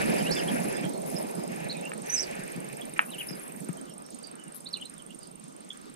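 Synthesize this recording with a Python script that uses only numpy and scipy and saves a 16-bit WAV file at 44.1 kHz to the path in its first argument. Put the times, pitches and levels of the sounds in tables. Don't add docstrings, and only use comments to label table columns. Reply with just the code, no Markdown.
import sys
import numpy as np
from scipy import signal
from scipy.fft import rfft, irfft, next_fast_len
from scipy.io import wavfile
from scipy.ndimage import uniform_filter1d

SR = 44100
rng = np.random.default_rng(int(sys.argv[2]) if len(sys.argv) > 2 else 0)


def transcribe(signal):
    frames = np.atleast_2d(signal).T
    limited = np.clip(frames, -1, 1)
    pcm = np.round(limited * 32767).astype(np.int16)
    wavfile.write(sys.argv[1], SR, pcm)


N = 262395
T = np.arange(N) / SR
SIZE = next_fast_len(N)
HZ = np.maximum(np.arange(SIZE // 2 + 1) * SR / SIZE, 1)

# start and length in seconds, first, loudest and last pitch in Hz,
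# share of the length before the peak, peak level in dB, pan in dB (plus is left), left lag in ms.
CLEAR_NOTES = [ (0.197, 0.019, 3260, 3030, 2750, 0.71, -36.5, -3, -0.035),
               (0.171, 0.056, 4800, 4850, 5100, 0.35, -44.5, -12, -0.059),
               (0.232, 0.058, 2315, 2900, 3650, 0.8, -34, -2.5, -0.029),
               (0.293, 0.044, 3650, 4780, 3950, 0.64, -31, -2.5, -0.035),
               (0.358, 0.03, 3740, 3520, 3310, 0.3, -33.5, -2, 0.00095),
               (0.375, 0.035, 3390, 3120, 2460, 0.51, -34.5, 0, 0.011),
               (0.471, 0.036, 2660, 3300, 3100, 0.41, -37, 1, -0.011),
               (0.755, 0.044, 3470, 3450, 3820, 0.3, -49, -10, -0.028),
               (0.827, 0.039, 3100, 3300, 3060, 0.68, -41.5, -19, -0.03),
               (0.928, 0.075, 4340, 4300, 4150, 0.23, -55, -4, -0.022),
               (1.688, 0.045, 3620, 4470, 3600, 0.51, -30.5, -4.5, -0.023),
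               (1.733, 0.052, 2640, 2486, 2420, 0.46, -45, -1, -0.03),
               (1.821, 0.067, 2610, 2780, 2670, 0.73, -39.5, -5.5, -0.023),
               (2.065, 0.014, 6000, 5970, 5950, 0.46, -42, -16, 0.04),
               (3.072, 0.043, 2670, 2710, 3380, 0.57, -48.5, -2, 0.014),
               (3.106, 0.027, 4050, 3870, 3360, 0.61, -41.5, -4, 0.0079),
               (3.129, 0.018, 3480, 3050, 2900, 0.64, -38, -3, 0.021),
               (3.142, 0.029, 2970, 2800, 2500, 0.35, -40.5, -7, 0.021),
               (3.178, 0.024, 2570, 2940, 3420, 0.32, -38.5, 2, -0.04),
               (3.194, 0.03, 3450, 2930, 2260, 0.51, -33.5, 2, -0.071),
               (3.32, 0.024, 5170, 4920, 5030, 0.4, -45, -16, -0.074),
               (3.769, 0.025, 3260, 3110, 3190, 0.59, -48, -10, 0.01),
               (3.898, 0.055, 5200, 5500, 5470, 0.34, -57, -11, 0.019),
               (4.054, 0.14, 6350, 6740, 6900, 0.58, -61, -8, 0.024),
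               (4.231, 0.066, 4520, 4690, 4610, 0.13, -44, -14, -0.0085),
               (4.38, 0.066, 2910, 2996, 2860, 0.33, -53, -13, -0.01),
               (4.431, 0.088, 3050, 2820, 2700, 0.51, -62, -15, -0.01),
               (4.653, 0.028, 3450, 4150, 4650, 0.65, -35.5, -5, -0.027),
               (4.696, 0.036, 5300, 5570, 5350, 0.4, -53, -16, -0.091),
               (4.727, 0.026, 4850, 4150, 3400, 0.5, -30, -4.5, -0.027),
               (4.752, 0.04, 3330, 2900, 2200, 0.26, -45.5, -1, -0.039),
               (4.792, 0.017, 2450, 2900, 3320, 0.5, -49, 6, 0.032),
               (4.809, 0.029, 3280, 2970, 3100, 0.6, -37, 5, 0.025),
               (4.831, 0.045, 3350, 4160, 4000, 0.69, -45.5, -5, -0.0078),
               (4.96, 0.073, 3800, 3270, 2650, 0.47, -52.5, -20, -0.02),
               (5.701, 0.01, 3600, 3380, 3280, 0.58, -26, -5, -0.033), ]
ROUGH_CHIPS = [ (0.311, 0.047, 5490, 5280, 5000, 0.22, -29, -13, -0.036),
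               (0.335, 0.095, 4900, 5050, 5000, 0.25, -38, -12, -0.052),
               (1.155, 0.042, 5170, 5230, 5150, 0.2, -38, -16, -0.059),
               (1.645, 0.022, 3870, 4180, 4300, 0.34, -51, 1, -0.01),
               (1.755, 0.057, 3760, 3720, 3750, 0.42, -50.5, -8, -0.037),
               (2.105, 0.056, 8100, 8550, 8200, 0.6, -41, 11, 0.11),
               (2.148, 0.05, 8300, 7700, 7500, 0.47, -35, 9, 0.065),
               (2.215, 0.027, 7700, 7800, 7650, 0.5, -42, 16, 0.052),
               (2.81, 0.027, 3070, 3330, 3180, 0.23, -39, -8, -0.052),
               (3.282, 0.039, 5250, 5180, 5310, 0.13, -37, -16, -0.068),
               (3.85, 0.098, 3070, 3130, 2870, 0.34, -58, -5, -0.026),
               (4.035, 0.062, 5620, 5600, 5530, 0.4, -53.5, -16, -0.048),
               (5.09, 0.035, 2900, 2980, 3050, 0.6, -53, -16, -0.01),
               (5.2, 0.099, 4860, 4700, 4900, 0.32, -53.5, -20, 0.003), ]
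# time in seconds, pitch in Hz, level in dB, roughness from 0 to 1.
NEAR_CRY = [(2.092, 6000, -46, 0), (2.098, 5930, -29.5, 0.1), (2.108, 6030, -29, 0.05),
            (2.115, 5800, -40, 0.3), (2.124, 6050, -29, 0.04), (2.157, 6130, -28.5, 0),
            (2.168, 5620, -33, .65), (2.184, 4950, -32, .55), (2.197, 5500, -33, 0.65),
            (2.208, 6120, -28, 0.05), (2.217, 5970, -32, .3), (2.228, 5400, -35.5, 0.75),
            (2.238, 4600, -41, 0.75), (2.248, 4700, -54, 0.8)]


def birds():
    glide_s, fade_s = .008, .005
    jitter_hz = 25 * drift(500)
    rasp = (drift(650) + 1j * drift(650)) / np.sqrt(2)
    flutter_db = 2.2 * drift(120)
    calls = [slur(*row, rough=.16) for row in CLEAR_NOTES + chatter()]
    calls += [slur(*row, rough=.8) for row in ROUGH_CHIPS]
    calls.append((NEAR_CRY, -9, .047))
    out = np.zeros((2, N))
    for points, pan_db, lag_ms in calls:
        s, hz, db, rough = np.transpose(points)
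        span = slice(int(s[0] * SR), int(s[-1] * SR))
        t = T[span]
        pitch = uniform_filter1d(np.interp(t, s, hz), size=int(glide_s * SR)) + jitter_hz[span]
        cycles = np.cumsum(pitch) / SR - pitch * [[lag_ms / 1000], [0]]
        hoarse = np.interp(t, s, rough)
        throat = np.sqrt(1 - hoarse) + np.sqrt(hoarse) * rasp[span]
        voice = np.imag(throat * np.exp(2j * np.pi * cycles))
        fade = np.clip(np.minimum(t - s[0], s[-1] - t) / fade_s, 0, 1)
        level = fade * from_db(np.interp(t, s, db) + flutter_db[span])
        out[:, span] += level * voice * np.sqrt(2) * rms_one(pan(pan_db))
    return out


def slur(start_s, length_s, first_hz, peak_hz, last_hz, share, db, pan_db, lag_ms, rough):
    points = [(start_s, first_hz, db - 18, rough),
              (start_s + length_s * share, peak_hz, db, rough),
              (start_s + length_s, last_hz, db - 15, rough)]
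    return points, pan_db, lag_ms


def chatter(count=40, low_hz=2440, high_hz=5560, length_s=.1, level_db=-69):
    when, pitch, bend, side = rng.random((count, 4)).T
    starts = when * (T[-1] - 2 * length_s)
    pitches = low_hz * (high_hz / low_hz) ** pitch
    bends = .117 * (2 * bend - 1)
    return [(s, length_s, hz * (1 - b), hz, hz * (1 + b), .4, level_db, pan_db, 0)
            for s, hz, b, pan_db in zip(starts, pitches, bends, -20 * side)]


# time in seconds, sounder level in dB, high hiss level in dB.
SOUNDER_AND_HISS_LEVELS = [(0, -35, -81), (.5, -38, -90), (1.5, -41, -76), (2.5, -39.5, -69),
                           (3.6, -40.5, -65), (3.85, -42, -75), (5, -42.5, -100), (5.95, -47.5, -94)]


def sounder(first_s=.0152, period_s=.04170509, tick_s=.0079, tick_hz=8590):
    level_db, _ = automation(SOUNDER_AND_HISS_LEVELS)
    since = (T - first_s) % period_s
    tick = ((T - first_s) // period_s).astype(int) + 1
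    burst = np.sin(np.pi * np.clip(since / tick_s, 0, 1)) ** 1.3
    strength = from_db(1.45 * rng.standard_normal((200, 2)))[tick].T
    phase = rng.random(200)[tick]
    tone = np.sin(2 * np.pi * (tick_hz * T + phase))
    blur = .18 * band_noise(resonance(tick_hz, 450))
    snap = .12 * band_noise(resonance(10300, 5000))
    return from_db(level_db) * strength * burst * (tone + blur + snap) * pan(-13)


# start and length in seconds, first and last level in dB.
WHIR_BURSTS = [(-.05, 0.32, -30.5, -40), (0.265, 0.58, -38.5, -42.5), (1.056, 0.27, -46, -54.5),
               (1.475, 0.2, -41, -44), (1.68, 0.2, -47, -51), (2.022, 0.18, -44, -53.5),
               (2.083, 0.95, -41, -53.5), (2.959, 0.061, -23, -65), (3.097, 0.5, -50, -55.5)]
# frequency in Hz, relative level in dB.
GEAR_EQ = [(1000, -7.5), (1400, -1.5), (1750, 4.5), (2000, 1), (2400, 3), (2750, -1), (3000, -6.5),
           (3600, -13), (7000, -15.5), (13000, -32)]


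def reel():
    bursts = sum(swell(*row, attack_s=.048, release_s=.028) for row in WHIR_BURSTS)
    uneven = from_db(.7 * drift(4.15))
    return bursts * uneven * port_noise(GEAR_EQ, flicker_db=3, rate=60) * pan(-.92)


# start and length in seconds, first and last level in dB,
# trim of the upper band in dB.
LINE_PULLS = [(-.05, 0.15, -62, -50, -8), (0.137, 0.5, -61, -57, -11), (0.638, 0.09, -53, -62, -16),
              (0.764, 0.24, -86, -72, -2), (1.052, 0.42, -55.5, -70, -5), (1.493, 0.37, -63.5, -80, -4),
              (2.054, 0.4, -57.5, -74, -4), (2.376, 0.65, -70.5, -75, -3), (3, 0.05, -58, -70, -9),
              (3.043, 0.16, -58, -68, -7), (3.17, 0.13, -54, -64.5, -6), (3.262, 0.034, -63, -61, -9),
              (3.335, .07, -72, -65, -6), (3.406, 0.095, -60.5, -64.5, -6), (3.534, 0.075, -69, -67, -6),
              (4.541, 0.04, -48, -62.5, -4)]
# centre in Hz, width in Hz, relative level in dB.
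MAIN_RING_BANDS = [(10610, 1100, 2.5), (10630, 1500, 8), (9900, 2000, -15)]
UPPER_RING_BANDS = [(13000, 700, -9), (13000, 1700, -4), (14500, 2100, -4.5), (11500, 2300, -5)]
# time in seconds, centre in Hz.
LINE_CENTRE = [(0, 10600), (.12, 10700), (.23, 10950), (.4, 10750), (.46, 10250), (.56, 10650),
               (.61, 10400), (.67, 11000), (.75, 10450), (1.07, 10600), (1.2, 10900), (2.05, 10800),
               (3.05, 10750), (3.19, 10800), (3.29, 10350), (3.37, 10900), (3.44, 10350), (3.5, 10450),
               (3.55, 10800), (3.62, 10350), (4.55, 11000)]


def line_hiss():
    def rub(bands):
        return rms_one(sum(from_db(db + 1.5 * drift(7.8) + 3 * drift(110))
                           * band_noise(resonance(hz, width_hz) ** 2) for hz, width_hz, db in bands))

    main, upper = rub(MAIN_RING_BANDS), rub(UPPER_RING_BANDS)
    centre_hz, = automation(LINE_CENTRE)
    shift_cycles = np.cumsum(centre_hz - MAIN_RING_BANDS[0][0]) / SR
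    main = np.real(signal.hilbert(main) * np.exp(2j * np.pi * shift_cycles))
    grains = from_db(2 * drift(700) + 1.8 * drift(30))
    return grains * sum(swell(*row, attack_s=.02, release_s=.03) * (main + from_db(upper_db) * upper)
                        for *row, upper_db in LINE_PULLS)


# time in seconds, strength in dB.
SNAG_HITS = [(3.1834, -33), (3.192, -32), (3.196, -35), (3.28, -36), (4.5463, -32), (4.558, -30),
             (4.576, -35)]
# frequency in Hz, relative level in dB, ring time in seconds.
SNAG_RING = [(10700, 3, 0.005), (11500, 3, 0.005), (12900, -6, 0.004)]


def line_snags():
    return from_db(-17.5) * ring(impulses(SNAG_HITS), SNAG_RING)


# time in seconds, strength in dB.
KNOCK_HITS = [(1.9175, -21), (1.934, -31), (2.358, -36), (2.9923, -1.5), (3.0052, -24), (3.308, -34),
              (3.692, -34), (4.087, -41), (4.2807, -44), (4.342, -41), (4.54, -43)]
# frequency in Hz, relative level in dB, ring time in seconds.
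KNOCK_RING = [(1300, -15.5, 0.02), (1710, -1.5, 0.0054), (2320, -6.5, 0.0061)]


def knocks(bounce_s=.0022, rattle_t60_s=.15):
    hits = impulses(KNOCK_HITS)
    hits += .35 * np.roll(hits, round(bounce_s * SR))
    rattle_decay = signal.lfilter([1], [1, -from_db(-60 / (rattle_t60_s * SR))], abs(hits))
    rattle = from_db(-40) * rattle_decay * rng.standard_normal(N)
    soften = signal.butter(6, [650, 3150], "band", fs=SR, output="sos")
    body = signal.sosfilt(soften, ring(hits + rattle, KNOCK_RING))
    return np.array([np.roll(body, 5), -body])


# time in seconds, strength in dB, pan in dB.
HULL_HITS = [(0.601, -49, -11), (0.839, -23, -1), (1.144, -31.5, -21), (1.383, -28.5, -13),
             (1.512, -30.5, -15), (1.668, -57, 0), (2.389, -31.5, -10), (2.575, -34, 20),
             (3.156, -38.5, -10), (3.308, -35, 22), (3.69, -34.5, 34)]
# frequency in Hz, relative level in dB, ring time in seconds.
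HULL_RING = [(180.6, -2, 0.068), (262, 0, 0.018)]


def hull_bumps():
    hits = np.zeros((2, N))
    for s, db, pan_db in HULL_HITS:
        hits[:, round(s * SR)] = from_db(db) * pan(pan_db)[:, 0]
    low_cut = signal.butter(8, 132, "high", fs=SR, output="sos")
    return -signal.sosfilt(low_cut, ring(hits, HULL_RING))


def cricket(hz=5035):
    song = .75 * np.sin(2 * np.pi * hz * T + drift(17)) + band_noise(resonance(hz, 130))
    level = settle(rest_db=-86, excess_db=30.5, time_s=2.5) * from_db(3 * drift(9.1))
    return level * song * pan(-13) * [[-1], [1]]


def shore_echo(x, bank_t60_s=.1, far_t60_s=.45):
    t = np.arange(SR // 2) / SR
    decay = from_db(-60 * t / bank_t60_s) + from_db(-27 - 60 * t / far_t60_s)
    tail = rng.standard_normal((2, len(t))) * decay * (t > .004)
    return from_db(-7) * signal.fftconvolve(x, rms_one(tail) / np.sqrt(len(t)), axes=1)[:, :N]


# time in seconds, level in dB.
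WASH_FADER = [(0, -31), (0.93, -35), (1.81, -41.5), (2.1, -46.5), (2.47, -41), (2.97, -45), (3.5, -43.5),
              (4.59, -51.5), (5.95, -51)]
RUSH_FADER = [(0.0, -29.5), (0.28, -32.5), (0.41, -32), (2.02, -41.5), (2.25, -40), (3.13, -47),
              (3.78, -48.5), (4.22, -51.5), (5.73, -56), (5.95, -59)]
# frequency in Hz, relative level in dB.
WASH_EQ = [(25, -58), (55, -62), (100, -68), (137, -9), (168, -5), (250, -5), (330, -9), (450, -15.5),
           (900, -41)]
RUSH_EQ = [(150, -58), (260, -16.5), (350, -4), (570, -0.5), (900, -9), (1300, -29), (2200, -25.5),
           (3500, -48)]


def water():
    (wash_db,), (rush_db,) = automation(WASH_FADER), automation(RUSH_FADER)
    wash = from_db(wash_db) * port_noise(WASH_EQ, flicker_db=3.5, rate=50) * pan(-5)
    rush = from_db(rush_db) * port_noise(RUSH_EQ, flicker_db=2.5, rate=79) * pan(-1.94)
    return wash + rush


# frequency in Hz, relative level in dB.
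BACKGROUND_EQ = [(700, 5.5), (1200, 15), (1800, 5), (3000, 1), (5000, -0.5), (7000, 2), (9000, 0),
                 (11000, -9.5), (12300, -7), (13500, -29), (15000, 10), (15900, -31)]


def background_hiss():
    level = settle(rest_db=-54.5, excess_db=9.7, time_s=1.79)
    return level * port_noise(BACKGROUND_EQ, flicker_db=3, rate=16) * pan(-.13)


def high_hiss():
    _, level_db = automation(SOUNDER_AND_HISS_LEVELS)
    band = band_noise(resonance(12700, 2600) + .5 * resonance(15000, 1100))
    return from_db(level_db + 1.3 * drift(8.1)) * band * pan(-15)


# frequency in Hz, likeness from 0 to 1, left lead in radians.
PORT_IMAGE = [(138, 0.02, 6.6), (248, 0.4, 3.3), (524, 0.8, 3.16), (1010, 0.92, 3.95), (1414, 0.66, 3.27),
              (2500, 0.58, 4.95), (3280, 1, 4.73), (5400, 0.06, 9.3), (7600, 0.01, 3), (13900, 0.3, 2.8)]


def port_noise(eq, flicker_db, rate):
    gain = from_db(across_hz(eq))
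    common, left, right = rfft(rng.standard_normal((3, SIZE)))
    alike, lead = across_hz(PORT_IMAGE), across_hz(PORT_IMAGE, column=2)
    shared = np.sqrt(alike) * common * [np.ones(len(HZ)), np.exp(-1j * lead)]
    spectrum = gain * (shared + np.sqrt(1 - alike) * np.array([left, right]))
    band_position = np.maximum(1.5 * np.log2(HZ / 100), 0)
    out, together = 0, .15 * drift(rate / 3)
    for k in range(12):
        band = np.clip(1 - abs(band_position - k), 0, 1)
        flicker = from_db(flicker_db * (together + drift(rate)))
        if np.sum(band * gain ** 2) > 1e-4 * np.sum(gain ** 2):
            out = out + flicker * irfft(spectrum * band, SIZE)[:, :N]
    return rms_one(out)


def band_noise(gain):
    return rms_one(irfft(rfft(rng.standard_normal(SIZE)) * gain, SIZE)[:N])


def resonance(hz, width_hz):
    return 1 / (1 + (2 * (HZ - hz) / width_hz) ** 2)


def impulses(hits):
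    clicks = np.zeros(N)
    for s, db in hits:
        clicks[round(s * SR)] = from_db(db)
    return clicks


def ring(clicks, modes):
    out = 0
    for hz, db, t60 in modes:
        r, w = from_db(-60 / (t60 * SR)), 2 * np.pi * hz / SR
        out += from_db(db) * signal.lfilter([0, np.sin(w)], [1, -2 * r * np.cos(w), r * r], clicks + 1e-18)
    return out


def swell(start_s, length_s, first_db, last_db, attack_s, release_s):
    since = T - start_s
    edges = np.clip(since / attack_s, 0, 1) * np.exp(-np.maximum(since - length_s, 0) / release_s)
    return edges * from_db(first_db + (last_db - first_db) * np.clip(since / length_s, 0, 1))


def settle(rest_db, excess_db, time_s):
    return from_db(rest_db + excess_db * np.exp(-T / time_s))


def drift(rate):
    return np.interp(T * rate, np.arange(5000), rng.standard_normal(5000)) * np.sqrt(1.5)


def automation(rows):
    s, *columns = np.transpose(rows)
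    return [np.interp(T, s, column) for column in columns]


def across_hz(rows, column=1):
    columns = np.transpose(rows)
    return np.interp(np.log(HZ), np.log(columns[0]), columns[column])


def pan(db):
    return from_db([[db / 2], [-db / 2]])


def from_db(db):
    return 10 ** (np.asarray(db) / 20)


def rms_one(x):
    return x / np.sqrt(np.mean(x ** 2) + 1e-20)


def scene():
    bed = water() + background_hiss()
    calls, ticks = birds(), sounder()
    distance = shore_echo(calls + .65 * ticks) + cricket() + high_hiss()
    fishing = reel() + (line_hiss() + line_snags()) * pan(26.3)
    return calls + ticks + fishing + knocks() + hull_bumps() + distance + bed


def record(dry):
    return signal.sosfilt(signal.cheby2(12, 70, 15800, fs=SR, output="sos"), dry)


dry = scene()
out = record(dry)
transcribe(out)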